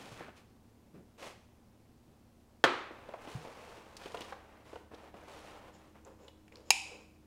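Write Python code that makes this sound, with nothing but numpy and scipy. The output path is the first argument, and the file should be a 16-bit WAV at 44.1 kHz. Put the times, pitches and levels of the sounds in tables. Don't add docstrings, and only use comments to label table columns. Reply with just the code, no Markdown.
import sys
import numpy as np
from scipy import signal
from scipy.fft import rfft, irfft
from scipy.io import wavfile

SR = 44100
rng = np.random.default_rng(int(sys.argv[2]) if len(sys.argv) > 2 else 0)


def output_pcm(signal):
    pcm = np.clip(np.atleast_2d(signal).T, -1, 1) * 32767
    wavfile.write(sys.argv[1], SR, np.round(pcm).astype(np.int16))


N = 320166

# (frequency [Hz], relative level [dB])
AIR_SPECTRUM = [(20, -7.5), (55, -5), (300, -6.5), (440, -13.5), (850, -19.5), (1100, -27), (2000, -32),
                (5000, -31.5), (16000, -38)]
# (frequency [Hz], early level [dB], late level [dB])
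HUM_PARTIALS = [(75, -71, -67), (108.4, -71.5, -74.5), (214.3, -76.5, -71), (237, -71.5, -91.5),
                (313.4, -85.5, -69)]
# (frequency [Hz], t60 [s])
ROOM_DECAY = [(120, 0.34), (400, 0.56), (1000, 0.66), (2500, 0.64), (6000, 0.6), (15000, 0.4)]
# (frequency [Hz], relative level [dB])
CANVAS_SPECTRUM = [(120, -11), (250, -9), (480, -0.5), (750, -3), (1050, -4.5), (1600, -11), (2600, -15),
                   (4500, -27), (12000, -39.5)]
# (frequency [Hz], relative level [dB])
WEAVE_SPECTRUM = [(800, -13.5), (2500, 3), (4200, -1.5), (6800, -6), (10000, -11), (16000, -25)]
# (start [s], duration [s], rub level [dB], hiss re rub before trim [dB])
HAND_STROKES = [(-0.08, 0.28, -57, -1), (0.35, 0.047, -64, 0), (1.175, 0.14, -55.5, 0),
                (1.21, 0.066, -53.5, -8), (2.9, 0.4, -57, -20), (3.2, 0.33, -54, -7.5),
                (3.27, 0.091, -59, -0.5), (3.54, 0.27, -54.5, -8), (3.82, 0.21, -59, -10),
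                (3.98, 0.33, -52, -7.5), (4.32, 0.31, -61, -23), (4.64, 0.15, -59.5, -7),
                (4.905, 0.18, -57.5, -14.5), (5.14, 0.55, -56.5, -13), (5.27, 0.25, -57.5, -3.5),
                (5.72, 0.16, -64.5, -8.5), (5.94, 0.021, -57, -26)]
# (frequency [Hz], relative level [dB])
SCUFF_SPECTRUM = [(70, -22), (160, 1.5), (400, -5.5), (3000, -50)]
# (frequency [Hz], relative level [dB])
RASP_SPECTRUM = [(400, -20), (1150, 2.5), (2600, -2.5), (3400, -10.5), (14000, -36)]
# (start [s], duration [s], scuff level [dB], rasp re scuff [dB])
DRAGS = [(-0.02, 0.093, -56, -5.5), (0.15, 0.13, -58.5, 3), (0.93, 0.063, -54.5, -21),
         (2.07, 0.052, -63.5, -23)]
# (time [s], level [dB], centre frequency [Hz], t60 [s])
SCRATCHES = [(3.967, -44.5, 4800, 0.043), (4.036, -50, 3170, 0.06), (4.056, -52, 4970, 0.028),
             (4.08, -53, 4180, 0.032), (4.119, -52, 4000, 0.04), (4.1475, -49, 6500, 0.027),
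             (4.2074, -43, 6950, 0.016), (4.216, -45.5, 3300, 0.074), (4.944, -50, 3000, 0.043)]
# (time [s], peak level [dB], pitch [Hz], tick re body before boost [dB])
KNOCKS = [(0.206, -36, 520, -23), (0.283, -42, 760, -40), (1.226, -40, 960, -22), (1.266, -41, 610, -9),
          (2.908, -37, 497, -37), (3.089, -36, 550, -14.5), (3.137, -32.5, 655, -45),
          (3.274, -36, 484, -17), (3.449, -37.5, 520, -20), (3.472, -37.5, 520, -16),
          (4.058, -35.5, 520, -8), (4.144, -28.5, 676, -17), (4.171, -36, 501, -6), (4.208, -34, 520, -5),
          (4.324, -31.5, 1060, -36), (4.731, -37, 533, -18), (4.757, -35.5, 535, -19),
          (4.913, -43.5, 500, -35), (4.936, -40, 536, -22), (5.141, -40, 450, -23)]
# (time [s], level [dB], frequency [Hz], t60 [s])
BUMPS = [(0.117, -41.5, 125, 0.089), (3.351, -28, 134, 0.076), (3.368, -42, 158, 0.15)]
# (frequency [Hz], relative level [dB])
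HOLLOW_SPECTRUM = [(200, -24), (370, -11.5), (470, 2.5), (650, -11.5), (1000, -12), (2000, -25),
                   (8000, -44.5)]
# (frequency [Hz], half-width [Hz], relative level [dB])
SCRAPE_RESONANCES = [(3000, 600, -6), (5200, 300, -3.5), (7000, 400, 1)]
# (start [s], duration [s], rub level [dB], scrape re rub [dB])
NUDGES = [(5.725, 0.033, -65.5, -2.5), (6.045, 0.068, -56.5, -34), (6.18, 0.1, -60, -15),
          (6.51, 0.1, -58.5, -19.5), (6.65, 0.07, -62, -7), (6.85, 0.16, -57.5, -18)]
# (time [s], level [dB], main resonance [Hz], t60 [s])
TOUCHES = [(6.0488, -54.5, 7000, 0.026), (6.2808, -48.5, 3050, 0.03), (6.48, -55.5, 2300, 0.024),
           (6.522, -54.5, 2200, 0.035), (6.5564, -48, 4400, 0.016), (6.57, -52.5, 4900, 0.013)]
# (frequency [Hz], half-width [Hz], relative level [dB])
CLICK_RESONANCES = [(778, 25, -1), (930, 99, -10), (2380, 140, -3.5), (2567, 80, 0), (2950, 210, -10),
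                    (3900, 290, -13.5), (4890, 160, -9.5), (5400, 160, -12.5), (6950, 560, -11.5),
                    (9100, 1500, -19.5)]
# (frequency [Hz], level [dB], t60 [s])
BENCH_AND_NEARBY_MODES = [(130, -35.5, 0.13), (263, -25.5, 0.07), (359, -35, 0.35), (426, -27.5, 0.079),
                          (503, -16, 0.035), (689, -18.5, 0.06), (860, -19.5, 0.035), (1070, -38, 0.46),
                          (1138, -37.5, 0.4), (1307, -37, 0.46), (1440, -21, 0.05), (1770, -14.5, 0.036),
                          (3190, -15.5, 0.018)]
# (frequency [Hz], relative level [dB])
CRACK_SPECTRUM = [(60, -24.5), (200, -8), (360, 0.5), (800, -4.5), (1200, -1), (2700, -10), (4000, -14.5),
                  (5200, -24), (8400, -31), (13000, -44)]
# (frequency [Hz], level [dB], t60 [s])
BUCKLE_MODES = [(902, -20.5, 0.028), (1900, -27.5, 0.026), (2310, -21, 0.037), (2492, -20.5, 0.04),
                (2710, -19, 0.039), (3150, -23.5, 0.018), (3940, -20, 0.02), (4720, -14.5, 0.02),
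                (5260, -22, 0.043), (6610, -12, 0.018), (9220, -19, 0.014)]


def amp(db):
    return 10 ** (np.asarray(db) / 20)


def unit_rms(x):
    return x / np.sqrt(np.mean(x ** 2) + 1e-20)


def curve_at(points, hz):
    f, value = np.transpose(points)
    return np.interp(np.log(hz + 1), np.log(f + 1), value)


def coloured(x, spectrum):
    gain = amp(curve_at(spectrum, np.fft.rfftfreq(len(x), 1 / SR)))
    return unit_rms(irfft(rfft(x) * gain, len(x)))


def peaked(resonances):
    hz = np.geomspace(20, SR / 2, 900)
    gain = sum(amp(db) / (1 + ((hz - centre) / width) ** 2) for centre, width, db in resonances)
    return np.column_stack([hz, 20 * np.log10(gain)])


def wander(corner_hz):
    hz = np.fft.rfftfreq(N, 1 / SR)
    return unit_rms(irfft(rfft(rng.standard_normal(N)) / (1 + (hz / corner_hz) ** 2), N))


def add(mix, s, sound):
    part = mix[max(round(s * SR), 0):][:len(sound)]
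    part += sound[:len(part)]


def times(size=8192):
    return np.arange(size) / SR


def decay(t, t60):
    return np.exp(-np.log(1000) * t / t60)


def envelope(t60, rise_s):
    t = times()
    return decay(t, t60) * (1 - np.exp(-t / rise_s))


def ring(modes, contact_s=0.0001):
    t = times()
    swing = sum((-1) ** k * amp(db) * decay(t, t60) * np.cos(2 * np.pi * hz * t)
                for k, (hz, db, t60) in enumerate(modes))
    return swing * (1 - np.exp(-(t / contact_s) ** 2))


def burst(spectrum, t60, rise_s=0.0001):
    shape = envelope(t60, rise_s)
    return shape * coloured(rng.standard_normal(len(shape)), spectrum)


def pulse(spectrum, size=8192):
    log_gain = np.log(amp(curve_at(spectrum, abs(np.fft.fftfreq(size, 1 / SR)))))
    wave = np.fft.ifft(np.exp(np.conj(signal.hilbert(log_gain)))).real
    return wave / np.linalg.norm(wave)


def stick_slip(per_s, spread_db, smooth):
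    size = amp(spread_db * np.minimum(rng.exponential(1, N), 4))
    slips = size * rng.choice([-1, 1], N) * (rng.random(N) < per_s / SR)
    return unit_rms(slips) + smooth * rng.standard_normal(N)


def sliding(strokes, attack_s=0.016, release_s=0.033, rub_arch_db=1, hiss_arch_db=3.5):
    t = times(N)
    rub_power, hiss_power = np.zeros(N), np.zeros(N)
    for start, length, db, bright_db in strokes:
        age = np.maximum(t - start, 0)
        moving = np.minimum(age / attack_s, 1) * np.exp(-np.maximum(age - length, 0) / release_s)
        slowness = 1 - np.sin(np.pi * np.minimum(age / length, 1))
        rub_power += (moving * amp(db - rub_arch_db * slowness)) ** 2
        hiss_power += (moving * amp(db + bright_db - hiss_arch_db * slowness)) ** 2
    return np.sqrt(rub_power), np.sqrt(hiss_power)


def background(air_db=-65, waver_rad=0.45):
    t = times(N)
    out = amp(air_db) * coloured(rng.standard_normal(N), AIR_SPECTRUM)
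    for hz, early_db, late_db in HUM_PARTIALS:
        rms = amp(np.interp(t, [2.6, 4.8], [early_db, late_db]))
        out += np.sqrt(2) * rms * np.sin(2 * np.pi * hz * t + waver_rad * wander(8.1))
    return out


def workshop(x, gap_s=0.0042, build_s=0.0086):
    hz, t, bands = signal.stft(rng.standard_normal(SR), SR, nperseg=256)
    tail = signal.istft(bands * decay(t, curve_at(ROOM_DECAY, hz)[:, None]), SR)[1]
    tail *= np.clip((times(len(tail)) - gap_s) / build_s, 0, 1)
    return signal.fftconvolve(x, tail / np.linalg.norm(tail))[:N]


def canvas_rustle(hiss_trim_db=-1, grip_db=1, rest_rub_db=-75, rest_hiss_db=-89):
    rub, hiss = sliding(HAND_STROKES)
    rub = np.hypot(rub, amp(rest_rub_db))
    hiss = np.hypot(amp(hiss_trim_db) * hiss, amp(rest_hiss_db))
    threads = stick_slip(per_s=2500, spread_db=2.5, smooth=0.94)
    creases = stick_slip(per_s=900, spread_db=2.5, smooth=0.84)
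    grip = amp(grip_db * wander(33))
    return grip * (rub * coloured(threads, CANVAS_SPECTRUM) + hiss * coloured(creases, WEAVE_SPECTRUM))


def cloth_drags():
    scuff, rasp = sliding(DRAGS)
    slips = stick_slip(per_s=1500, spread_db=3, smooth=0.74)
    return scuff * coloured(slips, SCUFF_SPECTRUM) + rasp * coloured(slips, RASP_SPECTRUM)


def seam_scratches(relative_width=0.64, slips_per_s=2200, smooth=0.08):
    out = np.zeros(N)
    for s, db, hz, t60 in SCRATCHES:
        shape = envelope(t60, rise_s=0.00068)
        size = len(shape)
        slips = rng.choice([-1, 1], size) * (rng.random(size) < slips_per_s / SR)
        friction = slips + smooth * rng.standard_normal(size)
        add(out, s, amp(db) * shape * coloured(friction, peaked([(hz, relative_width * hz, 0)])))
    return out


def tool_knocks(body_t60=0.059, tick_boost_db=3):
    out = np.zeros(N)
    tick_spectrum = [(900, -24), (2800, 15), (4500, 0.5), (8000, -6), (15000, -29)]
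    for s, db, hz, tick_db in KNOCKS:
        body_spectrum = [(hz / 4, -24), (hz * 0.53, -6), (hz, 0), (hz * 1.28, -5),
                         (hz * 2, -11), (hz * 5, -29), (hz * 16, -58)]
        body = burst(body_spectrum, body_t60, rise_s=0.00047)
        tick = burst(tick_spectrum, 0.63 * body_t60, rise_s=0.00042)
        knock = body + amp(tick_db + tick_boost_db) * tick
        add(out, s, amp(db) * knock / abs(knock).max())
    return out


def roll_bumps():
    out = np.zeros(N)
    for s, db, hz, t60 in BUMPS:
        add(out, s, amp(db) * np.sin(2 * np.pi * hz * times()) * envelope(t60, rise_s=0.0024))
    return out


def buckle_nudges(grip_db=2):
    rub, scrape = sliding(NUDGES)
    slips = stick_slip(per_s=840, spread_db=1.5, smooth=0.91) * amp(grip_db * wander(46))
    return rub * coloured(slips, HOLLOW_SPECTRUM) + scrape * coloured(slips, peaked(SCRAPE_RESONANCES))


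def buckle_touches(half_width_hz=750, shell_db=-7, rise_s=0.0002):
    out = np.zeros(N)
    for s, db, hz, t60 in TOUCHES:
        part = burst(peaked([(hz, half_width_hz, 0)]), t60, rise_s)
        shell = burst(peaked(CLICK_RESONANCES), t60, rise_s)
        add(out, s, amp(db) * (part + amp(shell_db) * shell))
    return out


def buckle_clack(land_s=2.640, flat_s=2.6425, room_db=3.5):
    direct, to_room = np.zeros(N), np.zeros(N)
    crack = pulse(CRACK_SPECTRUM)
    add(direct, land_s, ring(BENCH_AND_NEARBY_MODES) + amp(-2) * crack)
    add(direct, flat_s, amp(-16) * burst(CRACK_SPECTRUM, t60=0.061, rise_s=0.00018))
    add(direct, land_s, amp(-27) * burst(peaked(CLICK_RESONANCES), t60=0.033))
    add(to_room, land_s, amp(room_db) * crack)
    bass_cut = signal.butter(2, 110, "highpass", fs=SR)
    treble_cut = signal.butter(1, 7500, fs=SR)
    return signal.lfilter(*bass_cut, direct) + workshop(signal.lfilter(*treble_cut, to_room))


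def buckle_snap(first_s=6.7051, second_s=6.7076, seat_s=6.7119, room_db=-2.5):
    direct, to_room = np.zeros(N), np.zeros(N)
    click = peaked(CLICK_RESONANCES)
    edge_scrape = [(3000, -33.5), (10000, 1.5), (16000, -10)]
    add(direct, first_s, ring(BUCKLE_MODES) + amp(-15) * burst(click, t60=0.017))
    add(direct, first_s, amp(-26) * burst(edge_scrape, t60=0.031))
    add(direct, second_s, amp(-21) * burst(click, t60=0.031))
    add(direct, seat_s, ring([(2440, -22, 0.06)]))
    add(to_room, first_s, amp(room_db) * pulse(click))
    return direct + workshop(to_room)


def scene(handling_room_db=-10):
    handling = canvas_rustle() + cloth_drags() + seam_scratches() + buckle_nudges()
    handling += tool_knocks() + roll_bumps() + buckle_touches()
    reverberation = amp(handling_room_db) * workshop(handling)
    return (handling + reverberation + buckle_clack() + buckle_snap() + background())[None]


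def record(dry, cutoff_hz=15900):
    lowpass = signal.firwin(255, cutoff_hz, window=("kaiser", 9), fs=SR)
    return signal.oaconvolve(dry, lowpass[None], "same")


dry = scene()
out = record(dry)
output_pcm(out)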